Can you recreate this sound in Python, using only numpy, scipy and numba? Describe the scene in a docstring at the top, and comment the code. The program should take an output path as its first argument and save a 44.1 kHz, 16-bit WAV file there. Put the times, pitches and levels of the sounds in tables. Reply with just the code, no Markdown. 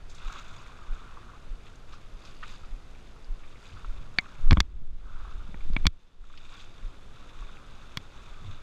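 """Water splashes over the steady wash of a shallow river: buckets are scooped and thrown over an elephant
while people wade nearby. Ringing bubbles make the slosh and plops, tiny drops the spray and run-off.
It is all heard through the housing of a hand-held camera, which adds two narrow rings to the water.
The hand rumbles, jolts and rubs the housing and, from about halfway, knocks sharply on it;
after the hardest knocks a limiter holds everything down."""
import sys
import numpy as np
from scipy import signal
from scipy.fft import rfft, irfft, next_fast_len
from scipy.io import wavfile
from scipy.ndimage import uniform_filter1d, minimum_filter1d
from numba import njit

SR = 44100
rng = np.random.default_rng(int(sys.argv[2]) if len(sys.argv) > 2 else 0)


def generate_wav(sig):
    """Save sig (samples, or channels by samples) to the path in sys.argv[1] as 16-bit PCM at SR."""
    pcm = np.round(np.clip(np.atleast_2d(sig).T, -1, 1) * 32767).astype(np.int16)
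    wavfile.write(sys.argv[1], SR, pcm)


N = 380141


def undb(db):
    """Decibels to gain."""
    return 10 ** (np.asarray(db) / 20)


def unit(x):
    """Scale to rms 1."""
    return x / np.sqrt(np.mean(x ** 2))


def colour(x, points):
    """EQ by a curve of (freq_hz, gain_db) points, then scale to rms 1."""
    hz, db = np.transpose(points)
    size = next_fast_len(N)
    bins_hz = np.maximum(np.fft.rfftfreq(size, 1 / SR), 1)
    curve = undb(np.interp(np.log(bins_hz), np.log(hz), db))
    return unit(irfft(rfft(x, size) * curve, size)[:N])


def cut(x, order, hz, kind):
    """Low-, high- or band-pass filter."""
    return signal.sosfilt(signal.butter(order, hz, kind, fs=SR, output="sos"), x)


def drift(rate_hz):
    """Random steps smoothed twice into a wandering line; rms 1."""
    step = int(SR / rate_hz)
    steps = np.repeat(rng.standard_normal(N // step + 1), step)
    return unit(uniform_filter1d(uniform_filter1d(steps, step), step)[:N])


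def swell(full_s, hold_s, rise_s, fall_s):
    """Envelope that ramps up to 1 at full_s, holds, then dies away."""
    t = np.arange(N) / SR - full_s
    return np.clip(1 + t / rise_s, 0, 1) * np.exp(-np.maximum(t - hold_s, 0) / fall_s)


def swells(cues, rise_s, fall_s):
    """One envelope for each (full_s, hold_s, level_db) cue."""
    return np.array([undb(db) * swell(s, hold_s, rise_s, fall_s) for s, hold_s, db in cues])


def add(out, start_s, sound):
    """Mix a sound in at start_s."""
    i = max(int(start_s * SR), 0)
    out[i:i + len(sound)] += sound[:max(len(out) - i, 0)]


def modes(table, t):
    """One dying sine per mode; neighbouring modes swing in opposite directions."""
    hz, db, t60_s = np.transpose(table)[:, :, None]
    sides = (-1) ** np.arange(len(table))[:, None]
    return sides * undb(db) * np.sin(2 * np.pi * hz * t) * np.exp(-np.log(1000) * t / t60_s)


@njit
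def bubbles(out_size, start_s, hz, cycles, gain, glide):
    """Each bubble rings for some cycles and rises in pitch as it nears the surface."""
    out = np.zeros(out_size)
    for k in range(len(start_s)):
        first, life = int(start_s[k] * SR), int(cycles[k] * SR / hz[k]) + 2
        ring = gain[k] + 0j
        step = np.exp(2j * np.pi * hz[k] / SR - 6 / life)
        bend = np.exp(2j * np.pi * hz[k] / SR * glide / life)
        for i in range(first, min(first + life, out_size)):
            ring *= step
            step *= bend
            out[i] += ring.imag
    return out


def swarm(count, low_hz, high_hz, cycles, scatter_db):
    """Bubbles or drops at random moments; a few are louder, or softer if scatter_db is negative."""
    when, pitch, life, size = rng.random((count, 4)).T
    hz = low_hz * (high_hz / low_hz) ** pitch
    gain = undb(-scatter_db * np.log(1 - .99 * size))
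    return bubbles(N, when * N / SR, hz, cycles * (.5 + life), gain, glide=0.12)


def river(level_db=-52.5, drift_db=0.28, ripple_db=-6):
    """The bed: the wide wash of the current, with small ripples in it."""
    # tone of the current: freq_hz, gain_db
    wash_eq = [(30, 4), (110, 0.5), (250, -8), (450, -11.5), (750, -15.5), (1300, -19), (1850, -21.5),
               (2500, -22.5), (3500, -25), (5000, -29.5), (7000, -34), (9500, -39), (13500, -49),
               (16000, -63.5)]
    ripples = unit(swarm(count=12000, low_hz=292.6, high_hz=12070, cycles=3.5, scatter_db=2))
    wash = rng.standard_normal(N) + undb(ripple_db) * unit(np.diff(ripples, prepend=0))
    return colour(wash, wash_eq) * undb(level_db + drift_db * drift(rate_hz=5.1))


def runoff(stray_drip_db=-76.5):
    """Draining water patters into the river in separate drops and thins out to stray drips."""
    # tone of the drops: freq_hz, gain_db
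    drop_eq = [(900, -16.5), (1600, -17.5), (2400, -2.5), (3200, -1.5), (3900, -5), (4800, 5.5),
               (5500, -7.5), (6800, -5.5), (8200, -9.5), (10000, -13), (14000, -16), (16000, -49)]
    # water streaming off the flank or a lifted bucket: full_s, hold_s, level_db
    drains = [(.14, 0.53, -68), (2.243, 0.14, -63.5), (2.477, 0.055, -60.5), (3.66, 0.084, -64),
              (6.54, .09, -63.5)]
    drops = colour(swarm(count=7000, low_hz=1480, high_hz=12000, cycles=15, scatter_db=1.5), drop_eq)
    stream_power = sum(swells(drains, rise_s=0.13, fall_s=0.086) ** 2)
    return drops * np.sqrt(stream_power + undb(stray_drip_db) ** 2)


def churn(lap_db=-66, fizz_db=-72.5, foam_db=-6.5, landing_rise_s=0.074):
    """Envelopes of bubbles and spray: landings, their foam and slow strokes over a quiet lap and fizz."""
    # thrown water coming down on the animal or the river: full_s, hold_s, bubbles_db, spray_db
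    landings = [(0.124, 0.08, -65, -58.5), (0.262, 0.13, -48.5, -53), (0.34, 0.058, -65, -53.5),
                (0.515, 0.15, -57, -62), (1.673, .01, -61, -63), (1.927, 0.017, -55, -61),
                (2.22, 0.09, -59.5, -61), (2.473, 0.075, -56.5, -56.5), (3.662, .04, -65.5, -60.5),
                (6.254, .08, -70, -59.5), (6.377, 0.084, -58, -58.5), (6.524, 0.1, -54.5, -54.5)]
    # legs and buckets pushed through the river: full_s, hold_s, bubbles_db, spray_db
    strokes = [(0.215, 0.82, -56, -67), (0.933, 0.41, -55.5, -67), (2.953, 0.11, -87, -68),
               (3.397, 0.13, -62.5, -66), (3.68, 0.32, -60, -64), (4.223, 0.32, -57.5, -62),
               (5.098, 0.24, -52.5, -66), (5.485, 0.61, -71, -67.5), (6.8, 0.073, -61.5, -67),
               (7.183, 0.17, -59, -64.5), (7.4, 0.6, -59.5, -64), (8.17, 0.36, -57, -61)]
    power = undb([[lap_db], [fizz_db]]) ** 2
    for full_s, hold_s, bubbles_db, spray_db in landings:
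        splash = swell(full_s, hold_s, landing_rise_s, fall_s=0.045)
        foam = undb(foam_db) * swell(full_s, hold_s, landing_rise_s, fall_s=0.28)
        power = power + (undb([[bubbles_db], [spray_db]]) * np.maximum(splash, foam)) ** 2
    for full_s, hold_s, bubbles_db, spray_db in strokes:
        push = swell(full_s, hold_s, rise_s=0.11, fall_s=0.16)
        power = power + (undb([[bubbles_db], [spray_db]]) * push) ** 2
    return np.sqrt(power)


def gobs(count, fall_s, share, scatter_db=0.8):
    """Water arrives in gobs: a gain near 1 that jumps at random moments and falls back."""
    when, size = rng.random((count, 2)).T
    gain = undb(-scatter_db * np.log(1 - .97 * size))
    hits = np.bincount((when * N).astype(int), gain ** 2, N)
    power = signal.lfilter([1], [1, -np.exp(-1 / (fall_s * SR))], hits)
    return np.sqrt(1 - share + share * power / power.mean())


def splashes(slosh_db=-1.65, gulp_db=-9.5, flutter_db=0.08):
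    """Churned water rings with bubbles and larger gulps; thrown water lands as a spattering fizz."""
    # tone of the bubbles: freq_hz, gain_db
    slosh_eq = [(400, -18), (800, -13), (1150, 2), (1380, 3), (1600, -0.5), (1900, -16.5), (2500, -13),
                (3200, -13), (5000, -17)]
    # tone of the fine drops: freq_hz, gain_db
    spray_eq = [(900, -16), (1900, -11), (2550, 0), (3100, -8), (3600, 3), (4300, -8), (5000, -9.5),
                (5950, -8), (6700, -4.5), (7800, -9), (8500, -16), (11000, -27), (14000, -20.5),
                (16000, -63.5)]
    slosh = colour(swarm(count=14000, low_hz=618.5, high_hz=3570, cycles=22.5, scatter_db=1.5), slosh_eq)
    spray = colour(swarm(count=22000, low_hz=1390, high_hz=14200, cycles=7.2, scatter_db=-3.5), spray_eq)
    gulps = unit(swarm(count=420, low_hz=1070, high_hz=1474, cycles=24, scatter_db=1))
    spatter = spray * gobs(count=600, fall_s=0.0058, share=0.47)
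    bubbling = slosh * undb(slosh_db) + gulps * undb(gulp_db)
    bubble_level, spray_level = churn()
    return (bubbling * bubble_level + spatter * spray_level) * undb(flutter_db * drift(rate_hz=24))


def plops(cycles=14, detune=0.049, count=14, follow_db=-7, band_ratio=1.58):
    """A plop traps a small cluster of bubbles at uneven moments, the first the loudest."""
    # single plops of water: start_s, peak_db, pitch_hz, cluster_s
    cues = [(0.297, -35, 1250, 0.014), (0.366, -40, 1180, 0.014), (1.17, -39, 1120, 0.015),
            (1.757, -48, 6400, 0.006), (1.934, -42, 1290, 0.014), (2.428, -34, 1310, 0.017),
            (2.635, -46.5, 1310, 0.014), (2.95, -49, 2320, .015), (3.163, -46, 1300, 0.0075),
            (3.245, -45.5, 4730, 0.0051), (3.436, -46, 2300, 0.017), (3.557, -47, 2300, 0.01),
            (3.629, -46, 1480, 0.0073), (3.769, -44, 1320, 0.0085), (3.846, -34.5, 1270, 0.0074),
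            (4.21, -49, 6940, 0.0048), (4.259, -41, 1270, 0.0063), (5.249, -38.5, 1177, 0.007),
            (6.24, -43, 1390, 0.0048), (6.3, -41.5, 1230, 0.01), (6.339, -39, 1294, 0.0076),
            (6.53, -42, 1390, .008), (7.424, -37.5, 1170, 0.0063), (7.491, -43, 1330, 0.01),
            (7.57, -42, 2480, .008), (7.838, -48, 1370, 0.0083)]
    out = np.zeros(N)
    for start_s, peak_db, pitch_hz, cluster_s in cues:
        pitch, life = rng.standard_normal((2, count))
        lag = np.append(0, rng.random(count - 1))
        gain = np.exp(-lag) * undb(follow_db * (lag > 0))
        hz = pitch_hz * np.exp(detune * pitch * np.sqrt(lag))
        ring_cycles = cycles * np.exp(.35 * life * lag)
        cluster = bubbles(SR // 8, cluster_s * lag, hz, ring_cycles, gain, glide=0.05)
        # heard from a few metres off, their edges are soft
        plop = cut(cluster, 2, [pitch_hz / band_ratio, pitch_hz * band_ratio], "band")
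        add(out, start_s, undb(peak_db) * plop / abs(plop).max())
    return out


def slaps(rise_s=.001, band_ratio=1.49):
    """A sheet of water lands all at once: a crisp burst of tiny drops that dies away quickly."""
    # sheets of water hitting the hide or the river: start_s, peak_db, centre_hz, fall_s
    sheets = [(.095, -48.5, 5000, .016), (.147, -45.5, 5100, .016), (1.666, -43.5, 2700, .006),
              (1.927, -48.5, 3800, .022), (2.43, -31, 1820, 0.0089), (2.25, -43, 3900, 0.01),
              (6.374, -38.5, 3100, .006), (6.598, -42.5, 3500, .01)]
    out = np.zeros(N)
    t = np.arange(SR // 8) / SR
    for start_s, peak_db, centre_hz, fall_s in sheets:
        drops = rng.laplace(size=len(t)) * (1 - np.exp(-t / rise_s)) * np.exp(-t / fall_s)
        slap = cut(drops, 3, [centre_hz / band_ratio, centre_hz * band_ratio], "band")
        add(out, start_s, undb(peak_db) * slap / abs(slap).max())
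    return out


def through_housing(x, low_hz=3540, high_hz=6400, low_db=(1, 3.5), high_db=2.5, regrip_s=4.5):
    """Outside sound picks up two narrow rings; the lower grows as the hand shifts its grip."""
    low_ring = signal.lfilter(*signal.iirpeak(low_hz, low_hz / 400, fs=SR), x)  # 400 Hz wide
    high_ring = signal.lfilter(*signal.iirpeak(high_hz, high_hz / 350, fs=SR), x)
    boost_db = np.interp(np.arange(N) / SR, [regrip_s, regrip_s + 0.19], low_db)
    return x + (undb(boost_db) - 1) * low_ring + (undb(high_db) - 1) * high_ring


def grip(rest_db=-41):
    """The grip rumbles through the housing, more with each squeeze."""
    # tone of the handling rumble: freq_hz, gain_db
    rumble_eq = [(5, -11.5), (12, 6), (22, -10.5), (45, -14.5), (90, -33), (180, -45), (400, -50.5),
                 (1200, -116)]
    # fingers tightening on the housing: full_s, hold_s, level_db
    squeezes = [(3.948, 0.066, -32.5), (4.533, 0.41, -20), (5.0, 0.56, -28), (5.712, 0.18, -21.5),
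                (8.383, 0.15, -37.5)]
    squeeze_power = sum(swells(squeezes, rise_s=0.16, fall_s=0.053) ** 2)
    return colour(rng.standard_normal(N), rumble_eq) * np.sqrt(undb(rest_db) ** 2 + squeeze_power)


def rubs():
    """Skin drags briefly over the housing with a low scuff."""
    # tone of the friction: freq_hz, gain_db
    skin_eq = [(40, -22), (90, 8.5), (150, -3.5), (260, -16), (700, -66.5)]
    # drags of the skin: full_s, hold_s, level_db
    drags = [(0.535, 0.022, -50.5), (3.72, 0.048, -52), (4.025, 0.025, -47.5), (4.388, .08, -47),
             (6.853, 0.034, -55), (8.434, 0.056, -43)]
    return colour(rng.standard_normal(N), skin_eq) * sum(swells(drags, rise_s=0.053, fall_s=0.049))


def jolts(ref_hz=26.07, ref_db=-26.5, octaves_per_db=0.0365, width_cycles=0.62):
    """A jolt rocks the camera for a cycle or two; a harder one rocks it more slowly."""
    # soft jolts of the hand, mostly at walking pace: centre_s, peak_db
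    cues = [(0.273, -25), (0.919, -21.5), (1.524, -27), (2.141, -33.5), (2.737, -26.5), (3.316, -21.5),
            (3.888, -26.5), (4.485, -6), (4.53, -28.5), (5.75, -19.5), (5.848, -19), (6.218, -26),
            (6.858, -24), (7.423, -30.5)]
    out = np.zeros(N)
    t = np.arange(-SR // 6, SR // 6) / SR
    for centre_s, peak_db in cues:
        hz = ref_hz * 2 ** (octaves_per_db * (ref_db - peak_db))
        rock = -np.cos(2 * np.pi * hz * t) * np.exp(-(hz * t / width_cycles) ** 2)
        add(out, centre_s + t[0], undb(peak_db) * rock)
    return out


def thud(hz, cycles=0.54):
    """A dull push on the camera body and its low ring; peak 1."""
    # low modes of the body: pitch_hz, level_db, t60_s
    body = [(150, -9.5, 0.037), (337, -13, 0.02), (382, -16, 0.0082)]
    t = np.arange(SR // 10) / SR
    push = np.sin(2 * np.pi * hz * t) * np.exp(-t * hz / cycles) + modes(body, t).sum(axis=0)
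    return -push / abs(push).max()


def bumps(pitch_hz=170):
    """A fingertip bumps the body: all thud, no click."""
    # fingertip bumps: start_s, peak_db
    cues = [(4.818, -31), (5.492, -33.5), (5.701, -30)]
    out = np.zeros(N)
    for start_s, peak_db in cues:
        add(out, start_s, undb(peak_db) * thud(pitch_hz))
    return out


def crack(t, edge_hz, rebound_s, rebound, snap_gain=7, grit_s=0.0045):
    """The contact of a knock: a sharp snap, its rebound and a little grit, rolled off above edge_hz."""
    snap = snap_gain * ((t == 0) + rebound * np.sinc((t - rebound_s) * SR))
    grit = .5 * rng.standard_normal(len(t)) * np.exp(-t / grit_s)
    return cut(snap + grit, 4, [edge_hz / 5.5, edge_hz], "band") * np.sqrt(SR / 2 / edge_hz)


def knocks(crack_db=-5, leak=.032, place_depth=0.48, tick_hz=8000):
    """A knock cracks, rings the modes near its pitch and thuds the body; the finger mutes the shell."""
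    # knocks on the housing: start_s, click_db, pitch_hz, spread_octaves, place (0-1 along the shell),
    # rebound_s, rebound (share of the first hit), thud_db, thud_hz, tick_db, mute_s
    hits = [(4.1856, -5.5, 1740, 1.06, 0, 0.00046, 0.77, -27, 158, -40, .03),
            (4.509, -7, 2280, 0.92, 0.34, 0.0012, .3, -14.5, 122, -45, 0.0061),
            (4.5182, -22.5, 1810, 0.8, .2, 0.0014, .4, -17.5, 150, -50, .005),
            (4.5207, -18, 1100, .79, .5, 0.00065, 0.47, -3, 85.4, -65, .005),
            (4.529, -16, 1560, 1.7, .11, .00041, .5, -2.5, 60.7, -55, 0.0042),
            (4.5712, -16, 897, 1.2, .5, 0.0006, 0.64, -13.5, 140, -54, .006),
            (4.581, -29, 1405, 1.2, .3, 0.0022, .4, -8.5, 59, -56, .005),
            (4.6036, 1.5, 4300, 1.23, 0.95, .00102, 0.27, -5, 66.1, -26.5, 0.0074),
            (5.5434, -35, 1950, 0.096, 0.83, 0.00214, .4, -32.5, 206, -70, .008),
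            (5.607, -43, 1990, 0.55, .4, 0.00086, .4, -50, 110, -67, .006),
            (5.734, -37, 2840, 2, 0.58, 0.00078, 0.5, -39, 201, -65, .006),
            (5.7651, -15, 2260, 0.4, 0.82, 0.0008, 0.59, -21, 230, -72, .01),
            (5.8547, -17, 1680, 0.8, 0.35, 0.0014, 0.37, -19, 150, -56, 0.0055),
            (5.8674, 7, 5980, 1.67, 0, .0021, 0.3, 0.5, 64.3, -20, 0.0067),
            (7.972, -16.5, 2400, 1.06, .545, 0.0021, .2, -26.5, 130, -35, 0.0097)]
    # modes of the housing: pitch_hz, level_db, t60_s
    housing = [(1100, 2, 0.02), (1653, 4.5, .0063), (2076, 3, 0.0065), (2102, -9.5, 0.048),
               (2260, -6, 0.034), (2500, -6.5, 0.016), (2900, -10.5, 0.014), (3387, 1.5, 0.017),
               (3710, -1.5, 0.012), (4430, 1, 0.013), (4840, -6.5, 0.015), (5380, -5, 0.0095),
               (5830, -8.5, 0.016), (6040, -11, 0.01), (7000, -9, .008), (7780, -13.5, 0.0063),
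               (10140, -16, 0.006), (11900, -16, 0.0062), (14300, -24, 0.0035)]
    out = np.zeros(N)
    t = np.arange(SR // 10) / SR
    mode_hz = np.array(housing)[:, 0]
    for (start_s, click_db, pitch_hz, spread_octaves, place,
         rebound_s, rebound, thud_db, thud_hz, tick_db, mute_s) in hits:
        weight = 1 / np.sqrt(1 + (np.log2(mode_hz / pitch_hz) / spread_octaves) ** 4) + leak
        # each mode answers more or less, depending on where the shell is struck
        weight *= 1 + place_depth * np.cos(np.pi * place * np.arange(1, len(mode_hz) + 1))
        # the contact rebounds at once, feeding some modes and stopping others
        shell = modes(housing, t) + rebound * modes(housing, np.maximum(t - rebound_s, 0))
        edge_hz = min(0.92 * pitch_hz * 2 ** spread_octaves, 5200)  # a harder contact cracks further up
        attack = undb(crack_db) * crack(t, edge_hz, rebound_s, rebound)
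        ring = cut(weight @ shell + attack, 4, 1.55 * edge_hz, "low")
        # a hard edge, such as a fingernail, also wakes the highest modes in a brief bright tick
        tick = cut(shell.sum(axis=0), 4, tick_hz, "high")
        click = undb(click_db) * ring / abs(ring).max() + undb(tick_db) * tick / abs(tick).max()
        mute = np.exp(-(t / mute_s) ** 2)
        add(out, start_s, click * mute + undb(thud_db) * thud(thud_hz))
    return out


def scene():
    """The mono mix: water heard through the housing, and the hand on the camera."""
    water = river() + splashes() + runoff() + plops() + slaps()
    handling = grip() + rubs() + jolts() + bumps() + knocks()
    return (through_housing(water) + handling)[None]


@njit
def limiter(peaks, ceiling, hold_s, release_s):
    """Gain that drops at once on a peak, stays down for a while and then creeps back."""
    gain, reduction, wait = np.empty(len(peaks)), 0., 0.
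    for i in range(len(peaks)):
        over = np.log(peaks[i] / ceiling + 1e-9)
        if over > reduction:
            reduction, wait = over, hold_s * SR
        elif wait > 0:
            wait -= 1
        else:
            reduction -= reduction / (release_s * SR)
        gain[i] = np.exp(-reduction)
    return gain


def record(dry, top_hz=16000):
    """The camera limits peaks, looking a moment ahead, and cuts the top."""
    peaks = -minimum_filter1d(-abs(dry[0]), size=64)
    limited = dry * limiter(peaks, ceiling=0.6, hold_s=0.32, release_s=0.22)
    return signal.sosfilt(signal.ellip(8, .2, 80, top_hz, fs=SR, output="sos"), limited)


dry = scene()
out = record(dry)
generate_wav(out)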